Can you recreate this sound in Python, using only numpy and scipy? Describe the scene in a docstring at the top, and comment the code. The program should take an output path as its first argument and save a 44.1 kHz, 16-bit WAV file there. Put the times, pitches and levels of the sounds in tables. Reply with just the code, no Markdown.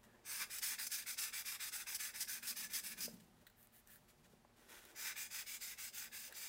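"""Sanding a small plastic ring by hand

Two bouts of quick back-and-forth strokes: random grains of grit make the paper hiss and the plastic ring.
Now and then the paper bites on an edge, in bursts of denser grit with a rasp. Bursts of noise make knocks
and snaps. Around the pause the arm lifts, cloth rustles (shaped noise) and fingers rub (sparse grains).
A quiet workshop hums behind, made of sine tones and steady noise. Both channels are the same."""
import sys
import numpy as np
from scipy import signal
from scipy.fft import rfft, irfft, next_fast_len
from scipy.io import wavfile

SR = 44100
rng = np.random.default_rng(int(sys.argv[2]) if len(sys.argv) > 2 else 0)


def transcribe(u):
    """Save the signal u as a 16-bit wav file named by the first command-line argument.

    u: samples, shape (n,) or (channels, n), limited to [-1, 1]; the rate is SR.
    q: integer samples, one column per channel.
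    """
    v = np.clip(np.atleast_2d(u).T, -1, 1)
    q = np.round(v * 32767).astype(np.int16)
    wavfile.write(sys.argv[1], SR, q)


N = 285768  # length in samples
TIME = np.arange(N) / SR  # seconds

# Sanding strokes, push and pull in turn.
# Each row: start in seconds, middle level in dB, rise of pressure over the stroke in dB.
STROKES = [(0.234, -46.5, 11.5), (0.49, -49, -4), (0.608, -43.5, -9), (0.778, -45, -13),
           (0.891, -46.5, -5.5), (1.055, -47, -10.5), (1.164, -45, -8), (1.32, -46.5, -5),
           (1.44, -47.5, -9), (1.587, -48, 2), (1.712, -47.5, -15.5), (1.858, -48, -6.5),
           (1.982, -47.5, -14), (2.13, -49, -1), (2.268, -47, -12.5), (2.413, -49.5, 4.5),
           (2.551, -48, -8.5), (2.688, -47.5, 14), (2.821, -48.5, -7.5), (2.96, -57, -21),
           (4.939, -48, 11.5), (5.15, -49.5, -8), (5.294, -48, -4), (5.455, -47.5, -3), (5.594, -50, -7.5),
           (5.767, -49, -2.5), (5.918, -49.5, -7.5), (6.105, -51, -4.5), (6.327, -51.5, -11)]
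# Tone of dry rubbing, also used for the snaps. Each row: frequency in Hz, level in dB.
RUB_COLOUR = [(600, -37), (1200, -8), (1800, -5), (2600, -5.5), (4000, -6.5), (5200, -8.5), (8500, -4),
              (11500, -4.5), (14500, -1), (15700, -4)]


def undb(db):
    """Turn decibels into a gain."""
    return 10 ** (np.asarray(db) / 20)


def unit(x):
    """Scale a sound to an average (rms) level of 1."""
    return x / np.sqrt(np.mean(x ** 2) + 1e-30)


def add(track, start, x):
    """Mix a sound into a track at a time in seconds."""
    i = max(int(start * SR), 0)
    track[i:i + len(x)] += x[:max(N - i, 0)]


def colour(x, points):
    """Shape the tone of a sound through (Hz, dB) points, then scale it to rms 1."""
    hz, db = np.transpose(points)
    size = next_fast_len(len(x))
    f = np.maximum(np.fft.rfftfreq(size, 1 / SR), 1)
    gain = undb(np.interp(np.log(f), np.log(hz), db))
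    return unit(irfft(rfft(x, size) * gain, size)[:len(x)])


def resonate(x, modes):
    """Let a sound ring (Hz, width Hz, dB) modes, with alternating sign; rms 1."""
    total = 0
    for k, (hz, width, db) in enumerate(modes):
        ringing = signal.lfilter(*signal.iirpeak(hz, hz / width, SR), x)
        total = total + (-1) ** k * undb(db) * ringing
    return unit(total)


def detune(modes, spread, spread_db):
    """The fingers press a little differently each time, which shifts each mode in pitch and level."""
    chances = rng.standard_normal((len(modes), 2))
    return [(hz * (1 + spread * a), width, db + spread_db * b)
            for (hz, width, db), (a, b) in zip(modes, chances)]


def walk(size, rate):
    """Random wandering with a spread near 1, which takes a new direction rate times a second."""
    points = rng.standard_normal(size)
    return 1.2 * np.interp(np.arange(size) * rate / SR, np.arange(size), points)


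def grit(size, rate, spread_db):
    """Scratches of single grains, about rate a second, some larger than the rest; rms 1."""
    hit = rng.random(size) < rate / SR
    strength = rng.uniform(-1, 1, size)
    extra_db = spread_db * np.minimum(rng.exponential(size=size), 3.5)
    return unit(hit * strength * undb(extra_db))


def burst(t60):
    """Noise that starts at once and dies away by 60 dB in t60 seconds."""
    t = np.arange(SR // 8) / SR
    return rng.standard_normal(len(t)) * np.exp(-np.log(1000) * t / t60)


def sweep(start, end, skew, grip, sticking=2.04):
    """Progress (-.5 to .5) and rubbing strength of one stroke: the hand is at rest at both ends."""
    u = np.linspace(0, 1, int((end - start) * SR))
    return u - .5, np.tanh(grip * np.abs(np.sin(np.pi * u ** skew)) ** sticking)


def stroke_spans():
    """Start and end of each stroke: it runs until the hand turns, stops or reaches its limit."""
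    # When the hand stops at the end of each bout, in seconds.
    bout_ends_s = [3.134, 6.57]
    longest_s = .24  # the full reach of the wrist, without the overlap
    overlap_s = 0.0048  # the paper still slides as the hand turns
    starts = [row[0] for row in STROKES]
    spans = []
    for start in starts:
        limits = starts + bout_ends_s + [start + longest_s]
        spans.append((start, min(end for end in limits if end > start) + overlap_s))
    return spans


def workshop():
    """Steady air noise and the slightly wavering hum of a fan motor, one sine for each tone."""
    # Motor hum. Each row: frequency in Hz, middle level in dB rms.
    hum_tones = [(43, -86.5), (75, -93), (113, -84), (225, -86), (240, -84.5), (360, -90.5), (600, -88),
                 (721, -100)]
    # Tone of the air noise. Each row: frequency in Hz, level per Hz in dB.
    air_colour = [(15, -30), (25, 0.5), (42, 2), (156, -5), (234, -2.5), (307, -9), (485, -5), (540, -13.5),
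                  (602, -5.5), (652, -11.5), (727, -5), (1000, -10), (2080, -13.5), (15700, -26)]
    air_db = -73.5
    hum = 0
    for hz, db in hum_tones:
        loudness = undb(db + 2.0 * walk(N, rate=4))
        phase_drift = .5 * walk(N, rate=5)  # radians
        hum = hum + loudness * np.sin(2 * np.pi * hz * TIME + phase_drift)
    air = undb(air_db) * colour(rng.standard_normal(N), air_colour)
    return np.sqrt(2) * hum + air  # the root of 2 turns sine peaks into rms levels


def room(x, t60=0.3, tail_db=-11.5, bench_s=.0021, bench_db=-13):
    """The bench top reflects almost at once; the cluttered room adds a short tail of fading noise."""
    t = np.arange(SR // 2) / SR
    tail = rng.standard_normal(len(t)) * np.exp(-np.log(1000) * t / t60) * (t > .004)
    tail = colour(tail, [(200, 4.0), (2000, -1.0), (6000, 1), (15000, 0.5)])
    response = undb(tail_db) * tail / np.sqrt(len(t))
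    response[0] += 1  # the direct sound
    response[int(bench_s * SR)] += undb(bench_db)
    return signal.fftconvolve(x, response)[:N]


def flutter(pitch):
    """Low flapping of loose cloth, as shaped noise; larger folds sound lower."""
    # Tone of the flapping at pitch 1. Each row: frequency in Hz, level in dB.
    flap_colour = [(70, -31), (130, -5), (190, 3.5), (260, 0), (340, -11), (700, -27)]
    return colour(rng.standard_normal(N), [(hz * pitch, db) for hz, db in flap_colour])


def cloth(flutter_db=-1, swish_db=-2, folds_db=2.0):
    """The shirt flutters and swishes softly during the strokes, and swells with each larger arm move."""
    # Arm moves that stir the shirt. Each row: peak time in seconds, rise in seconds, fall in seconds,
    # flutter in dB, flutter pitch as a ratio, swish in dB (both before the overall gains flutter_db, swish_db).
    arm_moves = [(0.05, .2, 0.4, -74, 1.08, -73), (2.6, .25, 0.27, -70.5, 1.06, -81),
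                 (3.1, 0.13, .1, -60.5, 1.01, -79), (3.4, 0.091, 0.044, -72, 0.93, -75.5),
                 (4.32, 0.27, .05, -70.5, 0.75, -78), (4.75, .12, 0.2, -71.5, 1.43, -70),
                 (6.32, 0.03, 0.038, -89, 1, -67)]
    # Tone of brushing cloth. Each row: frequency in Hz, level in dB.
    swish_colour = [(200, -15), (350, -1), (650, -0.5), (1100, -6.5), (2500, -17.5), (8000, -39)]
    working = sum((TIME >= start) & (TIME < end) for start, end in stroke_spans()) > 0
    # soft cloth sound while the arm works, also before the overall gains
    low = working * undb(-84) * flutter(0.93)
    brushing = working * undb(-78)
    for s, rise_s, fall_s, low_db, pitch, mid_db in arm_moves:
        distance = np.maximum((s - TIME) / rise_s, (TIME - s) / fall_s)
        speed = 1 / np.cosh(np.minimum(distance, 20))
        low = low + undb(low_db) * speed * flutter(pitch)
        brushing = np.hypot(brushing, undb(mid_db) * speed)
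    swish = brushing * colour(grit(N, rate=4000, spread_db=1.5), swish_colour)
    folds = undb(folds_db * walk(N, rate=70))
    return (undb(flutter_db) * low + undb(swish_db) * swish) * folds


def light_touch(size, spectrum, hollow_db):
    """Sparse grains with the hollow note of the folded sheet."""
    grains = colour(grit(size, rate=7000, spread_db=2.0), spectrum)
    hollow = resonate(rng.standard_normal(size), [(1714, 120, 0)])
    return unit(grains + undb(hollow_db) * hollow)


def handling():
    """The paper settles on the part, and the fingers rub it: sparse grains that swell and fade."""
    # Paper shifting lightly before each bout. Each row: start in seconds, end in seconds, level in dB.
    settlings = [(0.029, 0.067, -67.5), (4.554, 4.75, -71), (4.68, 4.84, -59.5), (4.799, 4.966, -64.5)]
    # Tone of that shifting. Each row: frequency in Hz, level in dB.
    settling_colour = [(290, -37), (500, -6.5), (890, 0), (1070, -2), (1540, 4.5), (3080, -1.5), (3500, 0),
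                       (4350, -6), (5020, -4.5), (5640, -3), (15700, -7)]
    # Light dry finger rubs. Each row: start in seconds, end in seconds, level in dB,
    # hollow note in dB against the grains, change of treble in dB.
    rubs = [(0, 0.237, -73.5, 10, -4), (3.195, 3.213, -65.5, -17, -11), (3.547, 3.686, -66, -5, 8.5),
            (3.706, 3.828, -64, -9.5, 5), (3.851, 3.998, -60.5, -4.5, 4), (4.072, 4.127, -67.5, -19, -5),
            (4.227, 4.277, -70, -12, -14), (6.286, 6.365, -62.5, -5, -7)]
    out = np.zeros(N)
    for start, end, db in settlings:
        along, strength = sweep(start, end, skew=0.67, grip=3.2)
        add(out, start, undb(db) * strength * light_touch(len(along), settling_colour, hollow_db=-20.5))
    for start, end, db, hollow_db, bright_db in rubs:
        along, strength = sweep(start, end, skew=1.05, grip=1.75)
        rub = light_touch(len(along), RUB_COLOUR, hollow_db)
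        rub = colour(rub, [(7000, 0), (12000, bright_db)])
        add(out, start, undb(db) * strength * rub)
    return out


def taps():
    """Dull knocks of the hand and bright snaps of the stiff paper, some ringing the part: noise bursts."""
    # Soft knocks. Each row: time in seconds, peak in dB, centre in Hz, 60 dB decay of the burst in seconds.
    knocks = [(3.08, -42.5, 400, 0.022), (3.0875, -51, 600, 0.022), (4.334, -56.5, 171, 0.042),
              (4.4482, -54.5, 620, 0.022)]
    # Paper snaps. Each row: time in seconds, peak in dB, 60 dB decay of the burst in seconds,
    # ringing in dB against the crack.
    snaps = [(0.798, -36.5, 0.035, 12), (2.4286, -43, .04, 12), (3.4675, -46.5, 0.049, 5),
             (3.499, -57, .02, 4), (3.6295, -47, .003, -17), (3.672, -48, 0.0041, -21),
             (3.874, -44, .005, -20), (3.918, -47, .005, -17), (3.959, -50, .003, 0),
             (4.852, -46, 0.016, -22), (6.204, -58, .03, -3), (6.3242, -41.5, 0.022, 0.5)]
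    # What a snap rings in the part and the sheet. Each row: centre in Hz, width in Hz, level in dB.
    snap_modes = [(1640, 150, 6), (4080, 230, 1), (8000, 400, -10), (15300, 600, -1.5)]
    out = np.zeros(N)
    soften = signal.butter(2, 1400, fs=SR, output="sos")  # Hz; flesh gives little treble
    for s, db, hz, t60 in knocks:
        knock = resonate(burst(t60), [(hz, 1.3 * hz, 0)])
        knock = resonate(knock, [(hz, 1.6 * hz, 0)])
        knock = signal.sosfilt(soften, knock)
        add(out, s, undb(db) * knock / np.abs(knock).max())
    for s, db, t60, ring_db in snaps:
        crack = burst(t60)
        bright = colour(colour(crack, RUB_COLOUR), [(5000, 0), (12000, 3)])
        snap = bright + undb(ring_db) * resonate(crack, snap_modes)
        add(out, s, undb(db) * snap / np.abs(snap).max())
    return out


def paper(scratches, start, bright_db=0, resonance_db=-8, ripple_db=2.0):
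    """Scratches leave the sheet as hiss, coloured anew by each position of the cupped hand."""
    # Hiss in the first and the second grip. Each row: frequency in Hz, level per Hz in dB.
    hiss_first = [(1650, -36), (2800, -38), (2900, -6.5), (3630, -8), (4130, -6), (5130, -1.5),
                  (5720, -2.5), (6280, -1.5), (6950, -4.5), (8940, -0.5), (12300, -3.5), (15000, -1),
                  (15700, -5.5)]
    hiss_second = [(1650, -32), (2750, -5.5), (3150, -4), (3600, -9), (4200, -5.5), (5000, 2.5),
                   (5600, -5.5), (6300, 1.5), (8800, -1.5), (9800, -4.5), (11200, -1.5), (13300, -4),
                   (15100, 3), (15700, -2.5)]
    # Paper resonances under the fingers in each grip. Each row: centre in Hz, width in Hz, level in dB.
    modes_first = [(4994, 230, 1.5), (5280, 210, -3), (6180, 230, -2), (7830, 260, -1), (9100, 150, -16)]
    modes_second = [(3550, 170, -5), (5050, 200, -1), (6200, 300, -1.5), (7770, 220, -2), (8880, 130, 0)]
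    regrip_s = 4  # the second grip is used from here on
    hiss, modes = (hiss_first, modes_first) if start < regrip_s else (hiss_second, modes_second)
    coarse = grit(len(scratches), rate=11000, spread_db=0.0)
    ringing = resonate(coarse, detune(modes, spread=0.012, spread_db=2.5))
    sheet = colour(scratches, hiss) + undb(resonance_db) * ringing
    # reflections between palm and part ripple the spectrum
    hz = np.linspace(3000, 16000, 40)
    treble_db = np.interp(hz, (6000, 11000), (0, bright_db))
    ripple = ripple_db * rng.standard_normal(len(hz))
    return colour(sheet, np.transpose([hz, treble_db + ripple]))


def plastic(scratches):
    """Scratches ring the hand-held part, whose modes shift with the squeeze of the fingers."""
    # Modes of the plastic ring, damped by the hand. Each row: middle pitch in Hz, width in Hz, level in dB.
    ring_modes = [(854, 86, -10.5), (1192, 147, -7), (1516, 140, -2.5), (1692, 93, 2.5), (1904, 136, -3),
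                  (2088, 160, -1), (2398, 67, -1), (2557, 126, -3.5), (3605, 310, 8)]
    # How well so small a part gives off sound. Each row: frequency in Hz, level in dB.
    radiation = [(100, -12), (400, 0), (800, 0), (1400, -0.5), (2650, 3), (3000, -15), (4000, -12.5),
                 (6000, -19), (12000, -36)]
    return colour(resonate(scratches, detune(ring_modes, spread=0.016, spread_db=1.5)), radiation)


def bites(attack_s=.003, release_s=0.015, ring_db=-16, rasp_db=-8):
    """On an edge the pressure jumps and the sheet rasps in one broad resonance."""
    # Bites of the paper. Each row: start in seconds, end in seconds, level in dB.
    bite_rows = [(0.514, 0.54, -53.5), (0.583, 0.596, -44), (0.867, 0.879, -41), (0.917, 0.961, -43),
                 (1.13, 1.15, -52), (1.678, 1.699, -51), (1.946, 1.968, -41), (2.205, 2.235, -40.5),
                 (2.471, 2.516, -42.5), (2.734, 2.774, -41.5), (3.005, 3.065, -44)]
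    out = np.zeros(N)
    for start, end, db in bite_rows:
        t = np.arange(int((end - start + (attack_s + release_s) / 2) * SR)) / SR
        contact = np.minimum(np.minimum(t / attack_s, t[::-1] / release_s), 1)
        fine = grit(len(t), rate=36000, spread_db=1.1)
        coarse = grit(len(t), rate=11000, spread_db=1.5)
        rasp = resonate(coarse, detune([(5240, 590, 0)], spread=0.057, spread_db=0))
        rasping_paper = unit(paper(fine, start) + undb(rasp_db) * rasp)
        sound = rasping_paper + undb(ring_db) * plastic(coarse)
        add(out, start - attack_s / 2, undb(db) * contact * sound)
    return out


def dull_when_slow(x, speed, corner_hz=7500, power=1.0):
    """Slow grains make less treble, so the part above the corner follows the speed."""
    low = signal.sosfiltfilt(signal.butter(2, corner_hz, fs=SR, output="sos"), x)
    return low + (x - low) * speed ** power


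def sanding(hiss_chatter_db=0.64, ring_chatter_db=1.1, swell_db=1, bumps_db=1.25, ring_bumps_db=1.5):
    """Each stroke drags fine and coarse grit over the rough surface, whose ridges make friction chatter."""
    # Ringing of the part against the hiss, as the paper works round the rim.
    # Each row: time in seconds, level in dB.
    plastic_db = [(0.3, -6), (0.8, -8.5), (1.5, -5), (2.7, -7.5), (5.0, -4.5), (5.5, -8), (6.4, -7.5)]
    # the part rings more at the far end of the travel: change over a stroke in dB
    push_ring_db, pull_ring_db = 8, -3.5
    ring_lead_s = .003  # the part rings as soon as the grit grips, before the hiss builds
    out = np.zeros(N)
    for k, ((start, end), (_, db, rise_db)) in enumerate(zip(stroke_spans(), STROKES)):
        along, strength = sweep(start, end, skew=0.84, grip=3.96)
        size = len(along)
        chatter = walk(size, rate=164)
        bumps = walk(size, rate=39)
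        effort_db = db + rise_db * along
        pressure_db = swell_db * np.cos(2 * np.pi * along) + bumps_db * bumps

        # the hand rolls round the rim, so one colour of hiss gives way to another
        early, late = (paper(grit(size, rate=30000, spread_db=2.5), start, bright_db=.5) for _ in range(2))
        roll = np.pi / 4 * (1 + np.sin(np.pi * along))
        hiss = dull_when_slow(np.cos(roll) * early + np.sin(roll) * late, strength)
        hiss_db = effort_db + pressure_db + hiss_chatter_db * chatter
        add(out, start, strength * hiss * undb(hiss_db))

        _, drag = sweep(start, end, skew=0.88, grip=6.5, sticking=2.5)
        travel_db = (pull_ring_db if k % 2 else push_ring_db) * along
        ring_db = effort_db + np.interp(start, *np.transpose(plastic_db)) + travel_db
        ring_db = ring_db + ring_chatter_db * chatter + ring_bumps_db * bumps
        ring = plastic(grit(size, rate=10000, spread_db=2.0))
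        add(out, start - ring_lead_s, drag * undb(ring_db) * ring)
    return out


def scene():
    """All the handwork in the room, over the workshop, the same in both channels."""
    handwork = cloth() + handling() + taps() + bites() + sanding()
    mono = room(handwork) + workshop()
    return np.array([mono, mono])


def record(dry):
    """The recorder cuts the top steeply, above 15750 Hz."""
    return signal.sosfiltfilt(signal.ellip(10, .1, 60, 15750, fs=SR, output="sos"), dry)


dry = scene()
out = record(dry)
transcribe(out)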